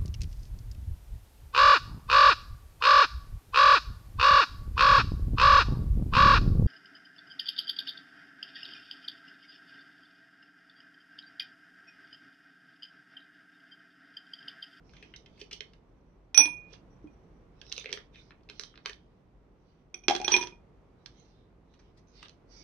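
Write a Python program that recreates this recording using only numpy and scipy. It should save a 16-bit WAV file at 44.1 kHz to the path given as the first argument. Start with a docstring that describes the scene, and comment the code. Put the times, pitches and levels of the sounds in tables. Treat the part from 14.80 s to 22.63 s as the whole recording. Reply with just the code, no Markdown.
"""A small kitchen with a low hum: ice cubes are fished out of a dish by hand and dropped into two glass
tumblers on a wooden board. Each blow cracks as a noise burst and rings decaying modes of cube, glass wall,
board and air column. In the dish the cubes click as coloured noise bursts and slide as grains and hiss
through wavering bands. Diffuse echoes follow, and two unlike microphone ports colour the near sounds."""
import sys
import numpy as np
from scipy import signal
from scipy.fft import rfft, irfft, next_fast_len
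from scipy.io import wavfile
from scipy.ndimage import uniform_filter1d

SR = 44100
rng = np.random.default_rng(int(sys.argv[2]) if len(sys.argv) > 2 else 0)


def int16_out(signal):
    """Quantize to a 16-bit WAV file."""
    q = np.round(np.clip(np.atleast_2d(signal).T, -1, 1) * 32767)
    wavfile.write(sys.argv[1], SR, q.astype(np.int16))


N = 345458
SHORT, LONG = SR // 8, SR // 2   # lengths of a knock and of a wall ring, in samples
CONTACT_S, SWELL_S = 0.0018, 0.0023   # rise of a cube knock, rise of every other struck mode


def amp(db):
    """Decibels to a linear gain."""
    return 10 ** (np.asarray(db) / 20)


def rms_one(x):
    """Bring a signal to an RMS of 1."""
    return x / np.sqrt(np.mean(x ** 2) + 1e-20)


def at_hz(hz, points, column=1):
    """Read a table column at the given frequencies, straight lines over log frequency."""
    points = np.array(points)
    return np.interp(np.log(hz + 1), np.log(points[:, 0]), points[:, column])


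def pan(x, db):
    """Left and right channels whose levels differ by db."""
    return x * amp([[db / 2], [-db / 2]])


def mode(hz, t60, size, rise):
    """A struck mode: a decaying sine that swells in over the moment of contact."""
    t = np.arange(size) / SR
    swell = np.sin(np.pi / 2 * np.minimum(t / rise, 1)) ** 2
    return np.sin(2 * np.pi * hz * t) * amp(-60 * t / t60) * swell


def burst(t60, noise):
    """Noise that dies away by 60 dB in t60 seconds."""
    return noise * amp(-60 * np.arange(noise.shape[-1]) / SR / t60)


def band(x, low_hz, high_hz):
    """Band-pass with gentle slopes."""
    return signal.sosfilt(signal.butter(2, [low_hz, high_hz], "band", fs=SR, output="sos"), x)


def add(out, s, x):
    """Mix a sound in at s seconds."""
    i = round(s * SR)
    out[..., i:i + x.shape[-1]] += x[..., :N - i]


def joined(curves):
    """Columns of several curves over all samples, fading to -110 dB around each."""
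    padded = []
    for c in curves:
        padded.append([(c[0][0] - .05, -110, *c[0][2:]), *c, (c[-1][0] + .05, -110, *c[-1][2:])])
    s, *columns = np.concatenate(padded).T
    return [np.interp(np.arange(N) / SR, s, c) for c in columns]


def grains(per_s, spread_db):
    """Random clicks of uneven size and either sign."""
    size = amp(spread_db * np.minimum(rng.exponential(1, N), 4))
    return (rng.random(N) < per_s / SR) * size * rng.choice([-1, 1], N)


# spectrum of the hum, before it is brought to its level: f/Hz, level per Hz/dB
HUM_SPECTRUM = [(12, -40.5), (20, -12), (49, -1.5), (77, -13), (182, -10.5), (222, -16.5), (248, -15),
                (459, -17.5), (499, -20.5), (590, -22.5), (1150, -28.5), (1810, -37.5), (1960, -36),
                (5850, -54.5), (16000, -70.5)]
# level of the background, rough around the blows: t/s, level/dB
HUM_LEVEL = [(0.0, -57), (1.57, -60.5), (1.7, -55), (5.19, -61.5), (5.49, -52), (5.76, -57.5), (6.91, -60),
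             (7.83, -57.5)]
# how alike the two channels are: f/Hz, likeness [0-1]
HUM_LIKENESS = [(40, 0.93), (300, .9), (700, 0.36), (2000, 0.19), (8000, .1)]
# left over right: f/Hz, L-R level/dB
HUM_BALANCE = [(40, 2), (300, -4), (1000, -1.5), (3000, -1.5), (6000, -12), (9000, 3.5)]


def hum():
    """Shaped noise at a roughly set, uneven level; the channels are most alike in the bass."""
    size = next_fast_len(N, real=True)
    hz = np.arange(size // 2 + 1) * SR / size
    mid, side = rfft(rng.standard_normal((2, size))) * amp(at_hz(hz, HUM_SPECTRUM))
    alike = at_hz(hz, HUM_LIKENESS)
    both = np.sqrt(1 + alike) * mid + np.sqrt(1 - alike) * side * [[1], [-1]]
    both = both * amp(at_hz(hz, HUM_BALANCE) * [[.5], [-.5]])
    level_db = np.interp(np.arange(N) / SR, *np.transpose(HUM_LEVEL))
    return amp(level_db) * rms_one(irfft(both, size)[:, :N])


# colour and length of the echoes: f/Hz, relative level/dB, t60/s
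ROOM = [(284, -19, .25), (930, -10.5, 0.17), (3020, -17.5, 0.22), (5560, -21, 0.18), (10576, -13.5, 0.17)]


def kitchen(x):
    """Diffuse echoes after a 4 ms gap, dying band by band, different in each channel."""
    tail, white = 0, rng.standard_normal((2, 2, int(.5 * SR)))
    for k, hz in enumerate(200 * 2 ** np.arange(0, 6.5, .5)):
        t60 = at_hz(hz, ROOM, column=2)
        # neighbouring bands get unrelated noise; a longer tail is scaled down
        dying = burst(t60, white[k % 2]) / np.sqrt(t60 * SR / 14)
        tail = tail + amp(at_hz(hz, ROOM)) * band(dying, hz / 1.19, hz * 1.154)
    tail = np.pad(tail, ((0, 0), (int(.004 * SR), 0)))
    return signal.fftconvolve(x.mean(axis=0, keepdims=True), tail, axes=1)[:, :N]


# fingers on the front tumbler, one curve a stroke: t/s, level before panning/dB
STROKES = [
    [(1.1, -102), (1.316, -100.5), (1.47, -110)],
    [(2.09, -99), (2.134, -85), (2.182, -95), (2.554, -97), (2.65, -104)],
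]


def stroked_wall():
    """Fingers stir the front tumbler: faint rubbing noise through its second wall mode."""
    [db], hz = joined(STROKES), FRONT_WALL[1][0]
    rub = rms_one(band(rng.standard_normal(N), hz - 25, hz + 25))
    return pan(amp(db) * rub, -6.5)


# wet ice and fingers sliding, one curve a movement: t/s, gain level/dB, centre f/Hz
SLIDES = [
    [(.05, -78, 5200), (.1, -76, 5170), (.152, -62.5, 2900), (.342, -69, 2600), (.45, -74, 3400),
     (.62, -64, 3370), (.748, -91, 3500), (.868, -73, 3310), (.958, -80, 3600)],
    [(1.85, -82, 2470), (1.938, -51.5, 3500), (2.006, -76, 4260), (2.05, -89, 2870)],
    [(2.75, -80, 2900), (2.884, -60.5, 4500), (2.984, -48.5, 3960), (3.17, -69, 3200), (3.27, -72, 2900)],
    [(3.34, -63, 2686), (3.39, -55.5, 2760), (3.442, -65, 5000), (3.51, -67.5, 4950), (3.53, -85, 3000),
     (3.592, -80, 2810)],
    [(3.722, -61.5, 3300), (3.858, -58.5, 4500), (3.962, -72, 3020), (4.018, -85, 4010), (4.082, -44, 3970),
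     (4.128, -74.5, 3500), (4.4, -86, 3200)],
    [(4.776, -84, 3060), (4.89, -74.5, 3480), (5.018, -77, 3170)],
    [(6.19, -81, 4000), (6.388, -65.5, 4160), (6.514, -70, 4150), (6.7, -86, 3000)],
    [(6.85, -88, 2700), (6.934, -73, 3680), (7.06, -71.5, 2900), (7.15, -86.5, 3996), (7.19, -66, 5300),
     (7.22, -92, 5290)],
    [(7.25, -75, 4600), (7.31, -76, 4607), (7.37, -55.5, 4700), (7.458, -53, 3640), (7.494, -90, 4220)],
    [(7.69, -71, 5200), (7.72, -56, 5010), (7.83, -53.5, 4400)],
]
SLIDE_WIDTH, SLIDE_GRAINS_PER_S = .22, 1500   # width in log frequency
BROAD_DB, SLIDE_TOP_DB = -5.5, -4.5   # broad part and treble, re the centre
SQUEAK_DB = 6.5   # how far the narrow bands come and go (standard deviation)


def sliding():
    """Fine grains and hiss through narrow bands that waver and open around the moving centre."""
    db, centre_hz = joined(SLIDES)
    hiss = rng.standard_normal((3, N))
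    grit = .9 * grains(SLIDE_GRAINS_PER_S, spread_db=4.0)
    rub = hiss[:2] + grit, hiss[1:] + grit
    out = amp(SLIDE_TOP_DB) * band(rub[0], 7500, 11000)
    steps = np.arange(0, N / SR + 1, .1)
    for k, hz in enumerate(np.geomspace(1300, 6300, num=24)):
        opening = amp(BROAD_DB) + np.exp(-np.log(hz / centre_hz) ** 2 / SLIDE_WIDTH ** 2)
        waver_db = np.interp(np.arange(N) / SR, steps, rng.normal(0, SQUEAK_DB, len(steps)))
        # within each channel, neighbouring bands get different hiss
        out = out + opening * amp(waver_db) * band(rub[k % 2], hz / 1.03, hz * 1.03)
    return amp(db) * out


# cube on cube or dish, long ones are wet scuffs: t/s, body peak level/dB, colour f/Hz,
# low part level/dB, treble part level/dB, L-R level/dB, t60/s
CLICKS = [(0.0933, -52.5, 3120, -69, -47.5, 5.5, .012), (0.134, -60, 5240, -33, -39, 7, 0.022),
          (.1645, -46, 2870, -48, -41, 5.5, 0.032), (0.225, -41.5, 2400, -33, -33, 12, 0.029),
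          (.3377, -38, 2340, -50, -55, 6, 0.017), (0.3606, -38, 5200, -36, -29, 5, 0.017),
          (0.4595, -46, 2770, -53, -37, 1, 0.022), (.575, -58, 2420, -63, -42, 11, .043),
          (0.5912, -46, 3340, -36, -23.5, 8, 0.131), (0.613, -32.5, 3270, -37, -35, 1, 0.016),
          (0.7096, -34.5, 2760, -23, -23, 8, 0.042), (.727, -27, 4020, -54, -15, 8, 0.034),
          (0.8056, -28.5, 2873, -26, -22, -5, 0.014), (0.9337, -49.5, 4500, -36.5, -40, 5, 0.016),
          (1.9267, -51, 4011, -52.5, -53, -9, .076), (1.937, -63, 3610, -31, -45.5, -13, 0.011),
          (2.814, -42.5, 2110, -30, -26.5, -4, 0.017), (2.8645, -46.5, 3950, -50, -43, 5, .012),
          (2.8968, -50, 5910, -51, -34.5, -7, .012), (2.9166, -31.5, 3020, -52, -30, 8, 0.016),
          (2.9237, -40.5, 4094, -21, -11, -10, 0.011), (2.9637, -31, 4100, -39, -39, 2, 0.0091),
          (2.9789, -26.5, 2526, -13, -9.5, 4, 0.0049), (2.9967, -51, 3190, -51, -27, -15, 0.0076),
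          (3.0088, -38, 3250, -46, -34, 1.5, 0.02), (3.0423, -38, 1943, -49, -25, 3.5, 0.014),
          (3.0576, -26.5, 2690, -45, -38, 2, 0.0073), (3.0899, -40, 2120, -19, -30, 5, 0.025),
          (3.1048, -39, 3300, -46, -46, 13, 0.014), (3.114, -47, 2750, -26, -31, -11, 0.028),
          (3.1264, -20.5, 2410, -14, -6, 2, 0.017), (3.1371, -47, 5030, -45, -34, -13, 0.0176),
          (3.1728, -36.5, 2949, -21, -45, 14, 0.014), (3.34, -50.5, 2780, -55.5, -56.5, 1, 0.08),
          (3.357, -44, 2810, -57, -49, 10, 0.01), (3.506, -50, 2960, -20.5, -47, 6, 0.017),
          (3.518, -52, 2120, -41, -56, -1, 0.013), (3.608, -68, 2292, -48, -63, 5.5, .012),
          (3.633, -65, 5019, -56, -52, 3, 0.013), (3.688, -42.5, 2800, -39.5, -42, 3, .02),
          (3.697, -35, 2830, -22, -25.5, 3.5, 0.017), (3.795, -38, 5930, -16, -9, 1, 0.012),
          (3.809, -37.5, 5600, -54, -28, 4, 0.026), (3.835, -29, 4347, -26, -25, 5, 0.0082),
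          (3.9402, -72, 2040, -30.5, -52, 14, .013), (3.9555, -47.5, 3212, -36, -57.5, 5, 0.0185),
          (3.975, -43, 2905, -26, -60, 1, 0.013), (4.05, -45, 3200, -21, -55, 8, 0.0206),
          (4.058, -21, 4200, -7.5, -10.5, 2.5, 0.01), (4.0944, -33.5, 2240, -53, -19.5, 7, .017),
          (4.131, -42.5, 4460, -50, -29, -4, 0.0094), (6.2589, -37, 4600, -25.5, -27, -4, 0.017),
          (6.9348, -58.5, 3900, -41, -41, 2, 0.06573), (6.9892, -57.5, 5890, -35, -52.5, 3, 0.073),
          (7.1702, -84, 5800, -63.5, -38.5, 20, 0.08024), (7.4272, -44, 2280, -17.5, -21.5, 3, .014),
          (7.4554, -41.5, 2880, -27.5, -47, 12, 0.0157), (7.4822, -46, 4180, -52, -46, -2, 0.015),
          (7.4932, -42, 4238, -36, -33, 0.5, 0.013)]
UPPER_DB = -7   # upper mids re treble part


def dish_clicks():
    """Dry cracks and scuffs: noise bursts, each with its own colour and length."""
    out = np.zeros((2, N))
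    for s, peak_db, hz, low_db, treble_db, side_db, t60 in CLICKS:
        onset = np.minimum(np.arange(4000) / (0.1 * t60 * SR + 1), 1)
        crack = burst(t60, rng.standard_normal(4000)) * onset
        crack /= np.sqrt(t60 / 0.0046)   # a longer contact spreads the same energy
        body = band(band(crack, 0.64 * hz, 1.515 * hz), 0.64 * hz, 1.515 * hz)
        low = band(crack, 1070, 2110)
        treble = amp(UPPER_DB) * band(crack, 3700, 7900) + band(crack, 6580, 19845)
        click = amp(peak_db) * body / np.abs(body).max() + amp(low_db) * low + amp(treble_db) * treble
        add(out, s, pan(click, side_db))
    return out


# heavier contacts thump the dish: t/s, level/dB
THUMPS = [(0.227, -47.5), (0.6152, -37), (.727, -44.5), (.8055, -41), (1.9254, -45.5), (2.9774, -38.5),
          (3.0436, -43), (3.0574, -35.5), (3.0922, -40.5), (3.116, -38), (3.1266, -35), (3.1368, -33.5),
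          (3.1721, -39.5), (3.696, -45.5), (3.795, -42), (4.0574, -39.5), (4.0944, -41)]
DISH_HZ, DISH_T60_S = 427.4, 0.049


def dish_thumps():
    """The dull note of the dish: one short mode, its pitch a little different each time."""
    out = np.zeros((2, N))
    for s, db in THUMPS:
        hz = DISH_HZ * (1 + 0.043 * rng.standard_normal())
        add(out, s, amp(db) * mode(hz, DISH_T60_S, SHORT, SWELL_S))
    return out


# the cube skids and chatters in the tumbler between the clear blows: t/s, level/dB
RATTLE = [
    [(5.28, -73.5), (5.44, -64.5), (5.518, -30.5), (5.558, -60), (5.72, -86)],
]


def rattle():
    """Dense small contacts, broad in colour: random clicks through a wide band."""
    [db] = joined(RATTLE)
    return amp(db) * rms_one(band(grains(1200, spread_db=2.5), 1100, 12000))


# three multiples of the board note: multiple of the note, relative level/dB, t60/s
BOARD_MODES = [(.33, -15.5, 0.068), (.78, -8.5, 0.083), (1.0, 1, .09)]


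def board_thump(note_hz):
    """The wooden board answers a blow with a few short modes."""
    return sum(amp(db) * mode(k * note_hz, t60, SHORT, SWELL_S) for k, db, t60 in BOARD_MODES)


AIR_T60_S = 0.089
AIR_SCATTER = 0.032   # the air notes differ by this share from blow to blow (standard deviation)
AIR_PAIR, AIR_PAIR_DB = 0.95, -3.5   # a second note lies just under the first: ratio, dB


def air_note(note_hz):
    """The air column in the tumbler sounds two close, short notes of uneven pitch and level."""
    out = 0
    for ratio, db in [(1, 0), (AIR_PAIR, AIR_PAIR_DB)]:
        pitch, level = rng.standard_normal(2)
        hz = ratio * note_hz * (1 + AIR_SCATTER * pitch)
        out = out + amp(db + 3.0 * level) * mode(hz, AIR_T60_S, SHORT, SWELL_S)
    return out


# knock of a cube, before scatter: f/Hz, relative level/dB, t60/s
CUBE_MODES = [(1630, -10, 0.014), (3324, 2.5, 0.018), (4200, -5.5, 0.016), (5312, -14, 0.03),
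              (2700, -12, 0.029), (6380, -13, 0.018)]
# treble edge re crack level, front then back tumbler: level/dB
EDGE_DB = (-17.5, -3)
KNOCK_DB, CRACK_DB = -5.0, -1.5   # cube modes and broad crack, re crack level


def cube_crack(back):
    """The cube's own modes, a broad crack partly shared by the channels and a treble edge."""
    knock = 0
    for hz, db, t60 in CUBE_MODES:
        level, pitch = rng.standard_normal(2)
        knock = knock + amp(db + 3.1 * level) * mode(hz * (1 + 0.018 * pitch), t60, SHORT, CONTACT_S)
    shared, own = rng.standard_normal(800), rng.standard_normal((2, 800))
    out = np.tile(amp(KNOCK_DB) * knock, (2, 1))
    out[:, :800] += amp(CRACK_DB) * band(burst(0.019, shared + 0.53 * own), 810, 19845)
    out[:, :800] += amp(EDGE_DB[back]) * band(burst(0.01, own), 10500, 15000)
    return out


# wall modes of each tumbler, every one a close pair:
# f/Hz, split f/Hz, share of the upper [0-1], t60 when free/s, relative level/dB, L-R level/dB
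FRONT_WALL = [(2448.5, 11, 0.2, 0.54, 0, -1), (5830, 29, 0.2, 0.25, 2, -7), (9664, 28, 0.36, .2, 16.5, 5),
              (10913, 20, 0.06, 0.2, 12, 4.5)]
BACK_WALL = [(2440, 18, 0.072, 0.12, 0.5, 0.0064), (5844, 27, 0.14, 0.2, -1, 0), (9900, 32, 0.37, .2, 5, 0),
             (10886, 20, .2, .25, 5, 0.016)]


def wall_ring(back, low_db, high_db, free, kept):
    """The glass wall rings in beating pairs of modes, lowered over time by the curve kept."""
    out = 0
    walls = BACK_WALL if back else FRONT_WALL
    for (hz, split, upper, t60, db, side_db), blow_db in zip(walls, (low_db, high_db, high_db, high_db)):
        lasts = t60 * max(free, .1)
        pair = (1 - upper) * mode(hz - upper * split, lasts, LONG, SWELL_S)
        pair += upper * mode(hz + (1 - upper) * split, lasts, LONG, SWELL_S)
        out = out + pan(amp(db + blow_db) * pair * kept, side_db)
    return out


# cube on tumbler: t/s, crack level/dB, low ring level/dB, high ring level/dB, board level/dB,
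# air level/dB, share of free ring time [0-1]
CLINKS = [(1.5445, -25, -29.5, -34, -51.5, -49.5, 1), (1.5751, -10.5, -29, -14, -38.5, -30, 1),
          (1.5923, -23.5, -28, -41.5, -35.5, -28, 0.88), (1.6033, -24.5, -24, -43, -28.5, -39.5, 0.9),
          (1.6177, -34.5, -26, -44, -38.5, -40, 0.57), (1.6557, -26.5, -45, -44, -34.5, -60, 1),
          (1.6763, -47, -59.5, -72.5, -47, -43.5, 0.5), (2.2412, -81, -90, -95, -36.5, -75, .6),
          (2.272, -67, -62, -87, -63, -75, 0.25), (5.1417, -36, -30, -33, -47, -59, 0.2),
          (5.236, -53, -51, -56, -57, -66, 1), (5.2823, -9, -8.5, -52, -18.5, -25, 0.075),
          (5.2973, -20, -40.5, -51, -24.5, -20, 0.77), (5.3084, -19.5, -45, -56, -40, -21.5, 0.636),
          (5.3504, -19.5, -41, -52, -28.5, -52, 0.67), (5.3624, -23.5, -60.5, -65, -54, -48.5, .9),
          (5.3996, -36, -42.5, -70.5, -33, -34, 0.57), (5.4145, -32, -39.5, -62, -47, -40, .3),
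          (5.4447, -27.5, -27.5, -28, -39, -42.5, 0.54), (5.4789, -16.5, -31, -39, -28.5, -32.5, 0.4),
          (5.5183, -24, -28, -20.5, -29, -33, 1), (5.531, -29, -30, -32, -34, -35, 1),
          (5.5395, -16, -12.5, -47.5, -24, -27.5, 1), (5.5528, -37, -26, -43, -33.5, -36, 0.33),
          (5.5638, -16, -31, -26, -25, -34, 0.99), (5.5819, -32, -25.5, -25.5, -42, -36, 0.56),
          (5.611, -29, -34, -34.5, -34.5, -41.5, 0.92), (5.6261, -28, -41, -54.5, -38, -39, .7),
          (5.6354, -30.5, -47, -58, -37.5, -47, .75), (5.671, -34.5, -56, -73, -42.5, -58, 0.95),
          (5.6835, -64, -52, -82.5, -66, -63, 1), (5.7221, -65, -51.5, -75, -49.5, -58, 1)]
# fingers or the leaning cube still the wall: t/s, level taken off/dB
DAMPINGS = [(1.92, 3.5), (1.969, 13), (5.271, 7.5), (5.582, 19.5), (5.636, 4.5)]
# what a contact takes off earlier ringing, front then back tumbler: level/dB (below 0 takes nothing)
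MUFFLE_DB = (2, -1.5)
# front then back tumbler: board note f/Hz, air note f/Hz at first, air note f/Hz at rest,
# rise starts t/s, rise takes t/s
HOLLOW = [(300.73, 790, 960, 1.575, .03), (359.2, 790, 975, 5.42, 0.1616)]
SWAP_S = 3.0   # clinks before this are in the front tumbler, later ones in the back
AIR_LAG_S = 0.00014   # the air column reaches the left port later


def tumblers():
    """Each blow cracks, and rings wall, air column and board into separate knocks and wall rings."""
    out, rings, muffled_db = np.zeros((2, N)), np.zeros((2, N)), np.zeros(N + SR)
    # in the front tumbler each contact lowers earlier ringing; in the back only DAMPINGS do
    for s, muffle_db in [(s, MUFFLE_DB[s > SWAP_S]) for s, *_ in CLINKS] + list(DAMPINGS):
        muffled_db[round(s * SR):] += max(muffle_db, 0)
    for s, crack_db, low_db, high_db, board_db, air_db, free in CLINKS:
        back, start = s > SWAP_S, round(s * SR)
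        add(out, s, amp(crack_db) * cube_crack(back))
        # only what is muffled after this blow counts, smoothed over 90 samples
        later_db = uniform_filter1d(muffled_db[start:start + LONG], size=90)
        kept = amp(muffled_db[start] - later_db)
        add(rings, s, wall_ring(back, low_db, high_db, free, kept))
        board_hz, first_hz, rest_hz, rise_s, takes_s = HOLLOW[back]
        add(out, s, amp(board_db) * board_thump(board_hz))
        # the sinking cube shortens the air column
        air_hz = np.interp(s, [rise_s, rise_s + takes_s], [first_hz, rest_hz])
        air = amp(air_db) * air_note(air_hz)
        add(out[0], s + AIR_LAG_S, air)
        add(out[1], s, air)
    return out, rings


def colour(x, db_of_hz, late_s):
    """Causal (minimum-phase) filter with the given dB response and a small delay."""
    size = 4096
    hz = np.arange(size // 2 + 1) * SR / size
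    # folding the cepstrum forward gives the minimum phase
    cepstrum = irfft(np.log(amp(db_of_hz(hz))))
    cepstrum[1:size // 2] *= 2
    cepstrum[size // 2 + 1:] = 0
    response = np.exp(rfft(cepstrum) - 2j * np.pi * hz * late_s)
    return signal.oaconvolve(x, irfft(response)[:size // 2])[:N]


# the two microphone ports, for near sounds: f/Hz, left level/dB, right level/dB
PORTS = [(99.64, -6, -6.5), (370, -2.5, 0), (1060, -2, -5), (2304.7, -2.5, 4), (4860, -5, 4),
         (6000, -13, 9.5), (6606, -17.5, -4), (6897, -31.5, -20), (7270, -11.5, -33), (10700, -28.5, -40.5),
         (13846, -41.5, -44.5), (16130, -39.5, -38.5)]
LEFT_LEAD_S = .00005


def ports(near):
    """Each port colours the near sounds in its own way; the left one hears them a little earlier."""
    return np.array([colour(near[k], lambda hz: at_hz(hz, PORTS, column=k + 1), k * LEFT_LEAD_S)
                     for k in range(2)])


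ROOM_DB, RING_ROOM_DB = 12, -3   # echo level; the long wall ringing sends less


def scene():
    """Ice, glass and echoes through the ports, over the hum."""
    knocks, rings = tumblers()
    blows = knocks + rattle() + dish_clicks() + dish_thumps()
    echoes = amp(ROOM_DB) * kitchen(blows + amp(RING_ROOM_DB) * rings)
    near = blows + rings + echoes + sliding() + stroked_wall()
    return ports(near) + hum()


PEAK_LIMIT, CUTOFF_HZ = .86, 15800   # level the rounded peaks stay under (full scale 1); top cut


def record(dry):
    """Rumble is cut, the highest peaks are rounded, the top is cut."""
    dry = signal.sosfilt(signal.butter(4, 33, "high", fs=SR, output="sos"), dry)
    dry = dry / (1 + (dry / PEAK_LIMIT) ** 8) ** .125
    return signal.sosfilt(signal.cheby2(12, 70, CUTOFF_HZ, fs=SR, output="sos"), dry)


dry = scene()
out = record(dry)
int16_out(out)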